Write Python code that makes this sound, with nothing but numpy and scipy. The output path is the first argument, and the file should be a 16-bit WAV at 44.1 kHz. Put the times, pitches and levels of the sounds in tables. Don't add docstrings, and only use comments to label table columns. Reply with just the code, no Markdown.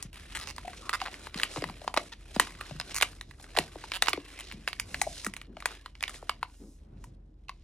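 import sys
import numpy as np
from scipy import signal
from scipy.fft import rfft, irfft
from scipy.io import wavfile
from scipy.ndimage import uniform_filter1d

SR = 44100
rng = np.random.default_rng(int(sys.argv[2]) if len(sys.argv) > 2 else 0)


def unload_wav(signal):
    wavfile.write(
        sys.argv[1],
        SR,
        np.round(np.clip(np.atleast_2d(signal).T, -1, 1) * 32767).astype(np.int16),
    )


N = 336483

# frequency in Hz, relative density in dB.
AIR_SPECTRUM = [(18, -30.5), (30, -2.5), (54, -12), (65, -17), (123, -22), (196, -27.5), (288, -29),
                (413, -32.5), (1530, -56.5), (14000, -91.5)]
# frequency in Hz, rms level in dB, wander in Hz.
HUM_LINES = [(43.2, -54, 2.3), (71.4, -61.5, 2.9), (301, -73.5, 18)]
# frequency in Hz, T60 in seconds.
ROOM_DECAY = [(200, 0.45), (1000, 0.036), (4000, 0.17), (12000, 0.079)]
# frequency in Hz, relative gain in dB.
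ROOM_SPECTRUM = [(200, -6), (1000, 2.5), (3000, -2), (10000, -6)]
# frequency in Hz, left minus right in dB.
PORT_BALANCE = [(250, 1.5), (600, 3.5), (1500, 1), (3000, -2.5), (8000, -1)]
# start in seconds, level in dB, centre in Hz, length in seconds.
HAND_THUDS = [(1.64, -42, 170, .035), (4.53, -46, 200, .05), (5.47, -50, 260, .06), (6.59, -50, 290, .07)]
# start and length in seconds, level in dB, band edges in Hz.
HAND_STROKES = [(0.767, 0.02, -48, 1500, 7000), (0.812, 0.13, -50, 1050, 1330),
                (1.51, 0.096, -46.5, 4006, 9200), (2.341, 0.022, -43.5, 1003, 9050),
                (2.588, 0.061, -49, 1070, 1272), (2.902, 0.024, -46, 1200, 5960),
                (4.348, 0.092, -53, 2080, 2904), (4.853, 0.44, -51.5, 3990, 11050),
                (6.137, 0.047, -53.5, 2000, 9080), (6.459, 0.34, -65, 4517, 12350),
                (6.995, 0.11, -69, 1978, 10100)]
# time in seconds, level in dB.
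SLIDE_LEVELS = [(0.0, -52.5), (0.108, -68.5), (0.148, -50), (0.34, -58), (0.36, -46), (0.51, -52),
                (0.54, -56.5), (0.81, -50), (1.2, -48), (1.311, -57.5), (1.36, -45), (1.6, -50),
                (1.94, -60.5), (2.211, -61), (2.34, -56.5), (2.901, -50), (3.168, -66), (3.299, -66),
                (3.5, -54.5), (3.9, -54.5), (4.49, -53.5), (4.55, -57.5), (5.201, -51.5), (5.42, -57),
                (5.501, -72.5), (5.7, -47.5), (5.932, -71), (6.1, -52), (6.391, -66), (6.55, -63.5),
                (6.7, -79), (6.94, -73.5), (7.3, -88), (7.63, -76.5)]
# frequency in Hz, relative density in dB.
RUSTLE_SPECTRUM = [(300, 5), (1000, -4), (2300, -1.5), (4000, -1.5), (6500, -7.5), (10000, -8.5),
                   (12000, -13), (13500, -36)]
# frequency in Hz, relative level in dB, T60 in seconds.
SKIN_MODES = [(1126, -9.5, 0.016), (1570, -7.5, 0.0039), (1950, -7.5, 0.022), (2681, -7.5, 0.018),
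              (4372, 6.5, 0.0047)]
# start in seconds, level in dB, end pitch in Hz, decay in cycles.
TUBE_BLOOPS = [(0.049, -39.5, 119, 0.67), (1.354, -41.5, 168, 2.1), (1.562, -38, 293, 3.9),
               (1.576, -35.5, 120, 1.2), (1.621, -26, 273.5, 1.9), (1.697, -37.5, 164, 1.8),
               (1.975, -26.5, 428, 1.7), (2.362, -29, 182.7, 0.98), (2.709, -37.5, 135, 1.9),
               (2.75, -36.5, 142.5, 1.48), (3.572, -27.5, 394, 6.8), (3.586, -21.5, 292, 1.15),
               (3.592, -33, 149.9, 1.5), (3.756, -39, 299, 1.9), (4.132, -29, 313.7, 2.8),
               (4.175, -32.5, 278, 3), (5.266, -33, 198, 3.8), (6.226, -37.5, 321, 1)]
# start in seconds, level in dB, pitch in Hz, decay in cycles.
BUBBLE_PLOPS = [(.648, -40, 714, 8.1), (.678, -28, 730, 3.3), (1.019, -29.5, 764, 4.4),
                (1.878, -15.5, 925, 0.78), (5.016, -20, 798, 1.82), (5.067, -31.5, 644, 2.8),
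                (5.072, -25.5, 675, 1.7), (6.295, -26, 1047, 1.9), (6.429, -20, 999, 1.7),
                (7.493, -26.5, 1106, 2.6)]
# start and end in seconds, first and last rate in slips per second,
# body peak in dB, main ring in Hz, crack in dB over the body peak.
CREAK_RUNS = [(0.13, .175, 76.4, 63, -37.5, 2300, -3), (0.35, .376, 290, 110, -24.5, 1600, -5),
              (.39, .4, 111, 132, -34, 2720, 3), (.412, .442, 220, 140, -33, 4050, -4.5),
              (.4725, .51, 137, 140, -30.5, 3936, -4), (.491, .512, 48.4, 56, -34, 1950, -13),
              (.9302, 0.955, 197, 205, -20, 1140, -9), (1.055, 1.074, 177, 170, -28, 1050, -20),
              (1.376, 1.388, 92, 100, -25.5, 3950, -13), (2.12, 2.136, 486, 450, -37, 3300, -16),
              (2.9445, 2.984, 98, 175, -24.5, 2070, 4), (3.9366, 3.969, 183, 200, -25, 2720, -7),
              (4.39, 4.411, 112, 128, -31.5, 2230, -0.5)]
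# start in seconds, body peak in dB, main ring in Hz, crack in dB over that peak.
SINGLE_SLIPS = [(0.026, -34.5, 2540, 10.5), (0.563, -36.5, 4500, 0), (0.5809, -27, 960, -8),
                (0.6799, -32.5, 1970, -6), (0.7317, -34, 1120, -19), (0.8933, -15.5, 1200, -6.5),
                (1.002, -29, 2497, -18), (1.0154, -17.5, 880, -20), (1.0598, -26, 1510, -20),
                (1.0812, -30, 767, -18), (1.1414, -29, 1826, -10), (1.2692, -27, 865, -11),
                (1.3435, -22, 2460, -10), (1.3983, -20, 1540, -15), (1.4151, -27.5, 3690, -2),
                (1.4331, -8, 2590, -10), (1.5605, -24.5, 728, -25), (1.571, -26, 880, -18),
                (1.577, -30, 484, -32), (1.6207, -25, 716, -21), (1.6397, -20.5, 977, -12),
                (1.6878, -32.5, 896, -20), (1.6968, -29, 754, -12), (1.8162, -35.5, 560, -25),
                (1.843, -36, 600, -3), (1.8773, -20.5, 854, -31), (1.9406, -20.5, 870, -5.5),
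                (1.9643, -19, 765, -33), (1.9734, -9, 541, -40), (2.3622, -21.5, 553, -12),
                (2.3974, -2.5, 1014, -3), (2.4711, -28.5, 1050, -15), (2.55, -39, 1580, -26.5),
                (2.6102, -25.5, 1187, -5), (2.709, -33, 560, -17), (2.799, -20, 3840, -5),
                (2.8118, -24.5, 3564, -26), (3.002, -26, 2000, -17), (3.0117, -13, 2274, -7),
                (3.0235, -8, 2035, -3), (3.0272, -8.5, 1760, -27), (3.0288, -14, 1290, -25),
                (3.2109, -24.5, 3800, -7.5), (3.3103, -38, 1920, -6), (3.398, -39.5, 765, -29),
                (3.427, -44.5, 4500, 7), (3.4416, -36, 1450, -7), (3.5509, -31, 620, -13),
                (3.5648, -17.5, 1560, -24), (3.5705, -14, 2590, -6.5), (3.5735, -14, 654, -27),
                (3.5869, -6.5, 2560, -7.5), (3.8389, -30.5, 876, -17), (3.9184, -17, 2280, -13),
                (4.0225, -6.5, 3780, -1.5), (4.0595, -22, 2280, -4), (4.0705, -18, 2040, -21),
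                (4.0795, -28, 1520, -7), (4.0831, -9, 930, -20), (4.0929, -29, 2000, 8),
                (4.1313, -13, 2080, -9), (4.1741, -32, 557, -15), (4.5135, -28, 2210, -34),
                (4.5226, -29.5, 2220, -3.5), (4.6763, -12, 1515, -12), (4.6846, -21.5, 2470, -6),
                (4.73, -22.5, 2110, -14), (4.7977, -15.5, 2220, -1.5), (4.9436, -15, 1850, -14),
                (5.0153, -12, 1940, -1), (5.2459, -24, 1760, 2), (5.2649, -18.5, 1190, -2.5),
                (5.3372, -26.5, 2100, -4.5), (5.3652, -26, 2210, -2.5), (5.4146, -29.5, 2300, -7.5),
                (5.5681, -32, 630, -41.5), (5.6031, -31.5, 2030, -4), (5.6234, -28.5, 1140, -19),
                (5.6569, -9.5, 1444, -6.5), (5.8597, -28.5, 983, -11), (5.9525, -35.5, 2150, -20),
                (6.0073, -29.5, 3390, -16), (6.0265, -19, 2240, -2), (6.0372, -14.5, 2260, -38),
                (6.0792, -21.5, 3020, -11), (6.0939, -28.5, 1200, -0.5), (6.1429, -32, 1960, -11),
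                (6.2941, -14.5, 980, -9.5), (6.4287, -17.5, 1024, -15.5), (7.0404, -38.5, 955, -0.5),
                (7.4837, -35.5, 2667, -18.5), (7.4925, -23, 1021, -19)]


def undb(db):
    return 10 ** (np.asarray(db) / 20)


def unit(x):
    return x / np.sqrt(np.mean(x ** 2))


def peak(x):
    return x / np.abs(x).max(axis=-1, keepdims=True)


def columns(table):
    return np.transpose(table)[:, :, None]


def on_log(table, hz):
    points_hz, values = np.transpose(table)
    return np.interp(np.log(np.maximum(hz, 1)), np.log(points_hz), values)


def coloured(x, table):
    n = x.shape[-1]
    return irfft(rfft(x) * undb(on_log(table, np.arange(n // 2 + 1) * SR / n)), n)


def bandpass(x, low_hz, high_hz):
    return signal.sosfilt(signal.butter(2, [low_hz, high_hz], "band", fs=SR, output="sos"), x)


def highpass(x, hz, order=2):
    return signal.sosfilt(signal.butter(order, hz, "high", fs=SR, output="sos"), x)


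def walk(rate_hz):
    hold = int(SR / rate_hz)
    steps = np.repeat(rng.standard_normal(N // hold + 1), hold)
    return unit(uniform_filter1d(uniform_filter1d(steps, hold), hold)[:N])


def sine(hz):
    return np.sin(2 * np.pi * np.cumsum(hz) / SR)


def place(rows, starts_s):
    out = np.zeros(N + rows.shape[1])
    for row, at in zip(rows, (starts_s * SR).astype(int).ravel()):
        out[at:at + len(row)] += row
    return out[:N]


def background(air_db=-55.5):
    shared = coloured(rng.standard_normal(N), AIR_SPECTRUM)
    own = coloured(rng.standard_normal((2, N)), AIR_SPECTRUM)
    apart = signal.sosfiltfilt(signal.butter(2, 400, "high", fs=SR, output="sos"), own - shared)
    air = unit(highpass(shared + apart, 55, order=4))
    hum = sum(np.sqrt(2) * undb(db + walk(13)) * sine(hz + wander_hz * walk(10))
              for hz, db, wander_hz in HUM_LINES)
    return undb(air_db + 3 * walk(5)) * air + hum


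def room(x, level_db=-20, gap_s=0.013):
    t = np.arange(SR // 2) / SR
    tail = 0
    for hz in 150 * 2 ** np.arange(7):
        shared, *own = rng.standard_normal((3, len(t)))
        apart = min(hz / 2500, .9)
        band = bandpass(shared + apart * np.array(own), hz / 2 ** .5, hz * 2 ** .5)
        decay = np.exp(-np.log(1000) * t / on_log(ROOM_DECAY, hz))
        tail = tail + undb(on_log(ROOM_SPECTRUM, hz)) * band * decay
    tail = tail * (1 - np.exp(-(t / gap_s) ** 3))
    return undb(level_db) * signal.fftconvolve(x[None], unit(tail) / np.sqrt(len(t)), axes=1)[:, :N]


def ports(x, lag_s=.000036, cavity_hz=4820, width_hz=400):
    hz = np.arange(N // 2 + 1) * SR / N
    turn_rad = 2 * np.arctan2(width_hz * hz, cavity_hz ** 2 - hz ** 2)
    tilt = undb(on_log(PORT_BALANCE, hz) / 2)
    right = np.exp(-1j * (2 * np.pi * hz * lag_s + turn_rad)) / tilt
    return irfft(rfft(x) * [tilt, right], N)


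def tube_echo(x, delay_s=0.019, centre_hz=1134, level_db=-15):
    blip = signal.lfilter(*signal.iirpeak(centre_hz, Q=7, fs=SR), x)
    return undb(level_db) * np.pad(blip, ((0, 0), (int(delay_s * SR), 0)))[:, :N]


def thuds():
    t = np.arange(12000) / SR
    rows = []
    for _, db, hz, length_s in HAND_THUDS:
        noise = unit(bandpass(rng.standard_normal(len(t)), hz / 1.63, hz * 1.26))
        age = 2 * t / length_s
        rows.append(undb(db) * noise * age * np.exp(1 - age))
    return place(np.array(rows), np.array(HAND_THUDS)[:, 0])


def swishes():
    t = np.arange(SR // 2) / SR
    rows = []
    for _, length_s, db, low_hz, high_hz in HAND_STROKES:
        swell = np.sqrt(np.sin(np.pi * (t / length_s).clip(0, 1)).clip(0))
        rows.append(undb(db) * swell * unit(bandpass(rng.standard_normal(len(t)), low_hz, high_hz)))
    return place(np.array(rows), np.array(HAND_STROKES)[:, 0])


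def rubbing_db(table, drag_db=-31, drag_db_per_slip_db=1.85, fade_db_per_s=129):
    kicks = place(undb(2 * (drag_db + drag_db_per_slip_db * table[:, [1]])), table[:, 0])
    drag_power = signal.lfilter([1], [1, -undb(-2 * fade_db_per_s / SR)], kicks)
    slide_db = np.interp(np.arange(N) / SR, *np.transpose(SLIDE_LEVELS))
    return 10 * np.log10(undb(2 * slide_db) + drag_power)


def rustle(rub_db):
    flutter_db = 2.6 * walk(400) + 1.8 * walk(120) + 2.2 * walk(20)
    shared, *own = rng.standard_normal((3, N))
    hiss = (shared + 0.48 * np.array(own)) * undb(flutter_db)
    spectrum = rfft(coloured(hiss, RUSTLE_SPECTRUM))
    hz = np.arange(N // 2 + 1) * SR / N
    rings = sum(walk(280) * undb(4.5 * walk(18)) * sine(mode_hz * (1 + .07 * walk(3)))
                for mode_hz, _, _ in SKIN_MODES)
    octaves = 0
    for centre_hz in 300 * 2 ** np.arange(7):
        window = np.exp(-2 * np.log2((hz + 1) / centre_hz) ** 2)
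        octaves = octaves + irfft(spectrum * window, N) * undb(2.5 * walk(9))
    return unit(unit(octaves) + 0.28 * unit(rings)) * undb(rub_db)


def skin_wave(t, hz, decay_cycles, rise_cycles, glide=0, glide_s=1):
    phase = 2 * np.pi * hz * (t + glide * glide_s * (1 - np.exp(-t / glide_s)))
    return np.sin(phase) * np.exp(-t * hz / decay_cycles) * (1 - np.exp(-t * hz / rise_cycles)) ** 2


def bloops():
    start_s, db, hz, cycles = columns(TUBE_BLOOPS)
    t = np.arange(6000) / SR
    ring = skin_wave(t, hz, cycles.clip(.8, 12), rise_cycles=0.52, glide=4.3, glide_s=0.0024)
    return place(undb(db) * peak(ring), start_s) * undb(3.5 * walk(300))


def plops():
    start_s, db, hz, cycles = columns(BUBBLE_PLOPS)
    ring = skin_wave(np.arange(3000) / SR, hz, cycles, rise_cycles=0.67)
    return place(undb(db) * peak(ring), start_s) * undb(2.5 * walk(400))


def tick_rows(rub_db, count=170):
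    when, strength, pitch, crack = rng.random((count, 4)).T
    start_s = when * (N - 1) / SR
    db = rub_db[(start_s * SR).astype(int)] + 9 - 1.2 * np.log(strength)
    return np.column_stack([start_s, db, 1200 * 3 ** pitch, -14 + 12 * crack])


def creak_rows(gap_spread=.035, scatter_db=1.7, pitch_spread=0.065):
    rows, contacts = [], []
    for contact, (start_s, end_s, first_per_s, last_per_s, db, hz, crack_db) in enumerate(CREAK_RUNS):
        gap, level, pitch = rng.standard_normal((40, 3)).T
        at_s, i = start_s, 0
        while at_s < end_s:
            rows.append((at_s, db + scatter_db * level[i], hz * (1 + pitch_spread * pitch[i]), crack_db))
            contacts.append(contact)
            i += 1
            at_s += (1 + gap_spread * gap[i]) / np.interp(at_s, [start_s, end_s], [first_per_s, last_per_s])
    return np.array(rows), np.array(contacts)


def skin_ring(t, scatter, rise_s=.0004):
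    modes = 0
    for k, (hz, db, t60_s) in enumerate(SKIN_MODES):
        envelope = undb(db + 2.5 * scatter[:, [2 * k]]) * np.exp(-np.log(1000) * t / t60_s)
        detuned_hz = hz * (1 + 0.077 * scatter[:, [2 * k + 1]])
        modes = modes + envelope * np.sin(2 * np.pi * detuned_hz * t)
    return modes * (1 - np.exp(-t / rise_s)) ** 2


def scrape(t, grit, decay_s, tail_gain, tail_s=0.007, rise_s=0.0006):
    decay = np.exp(-t / decay_s) + tail_gain * np.exp(-t / tail_s)
    return grit * decay * (1 - np.exp(-t / rise_s)) ** 2


def slips(table, contacts=None, ring_scale=1, alike=.9):
    start_s, db, hz, crack_db = columns(table)
    t = np.arange(1500) / SR
    draws = rng.standard_normal((len(start_s), len(t) + 2 * len(SKIN_MODES) + 1))
    if contacts is not None:
        draws = alike * draws[contacts] + np.sqrt(1 - alike ** 2) * draws
    grit, scatter = draws[:, :len(t)], draws[:, len(t):]
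    crack = bandpass(scrape(t, grit, decay_s=.0006, tail_gain=.09), 4500, 11500)
    rasp = bandpass(scrape(t, grit, decay_s=.0009, tail_gain=.14), 700, 4400)
    cycles = ring_scale * (0.5 + 0.4 * hz / 1000 - 0.05 * db)
    wave = skin_wave(t, hz, cycles.clip(.8, 12), rise_cycles=0.55, glide=1.4, glide_s=0.7 / hz)
    shudder = 1 + 2.8 * uniform_filter1d(grit, size=30)
    body = peak(highpass(wave * shudder, 320)) + 0.55 * peak(skin_ring(t, scatter)) + 0.7 * peak(rasp)
    rows = peak(body) + undb(crack_db) * peak(crack)
    pan_db = 1.5 * scatter[:, [-1]]
    return np.array([place(undb(db + side * pan_db) * rows, start_s) for side in (1, -1)])


def scene():
    creaks, contacts = creak_rows()
    rub_db = rubbing_db(np.vstack([SINGLE_SLIPS, creaks]))
    near = slips(np.vstack([SINGLE_SLIPS, tick_rows(rub_db)])) + slips(creaks, contacts, ring_scale=0.65)
    near = near + bloops() + plops() + thuds() + rustle(rub_db) + swishes()
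    near = near + tube_echo(near)
    return ports(near + room(near.mean(axis=0))) + background()


def record(dry, low_hz=36, top_hz=16600):
    lowpass = signal.ellip(12, .2, 80, top_hz, fs=SR, output="sos")
    return signal.sosfilt(lowpass, highpass(dry, low_hz, order=6))


dry = scene()
out = record(dry)
unload_wav(out)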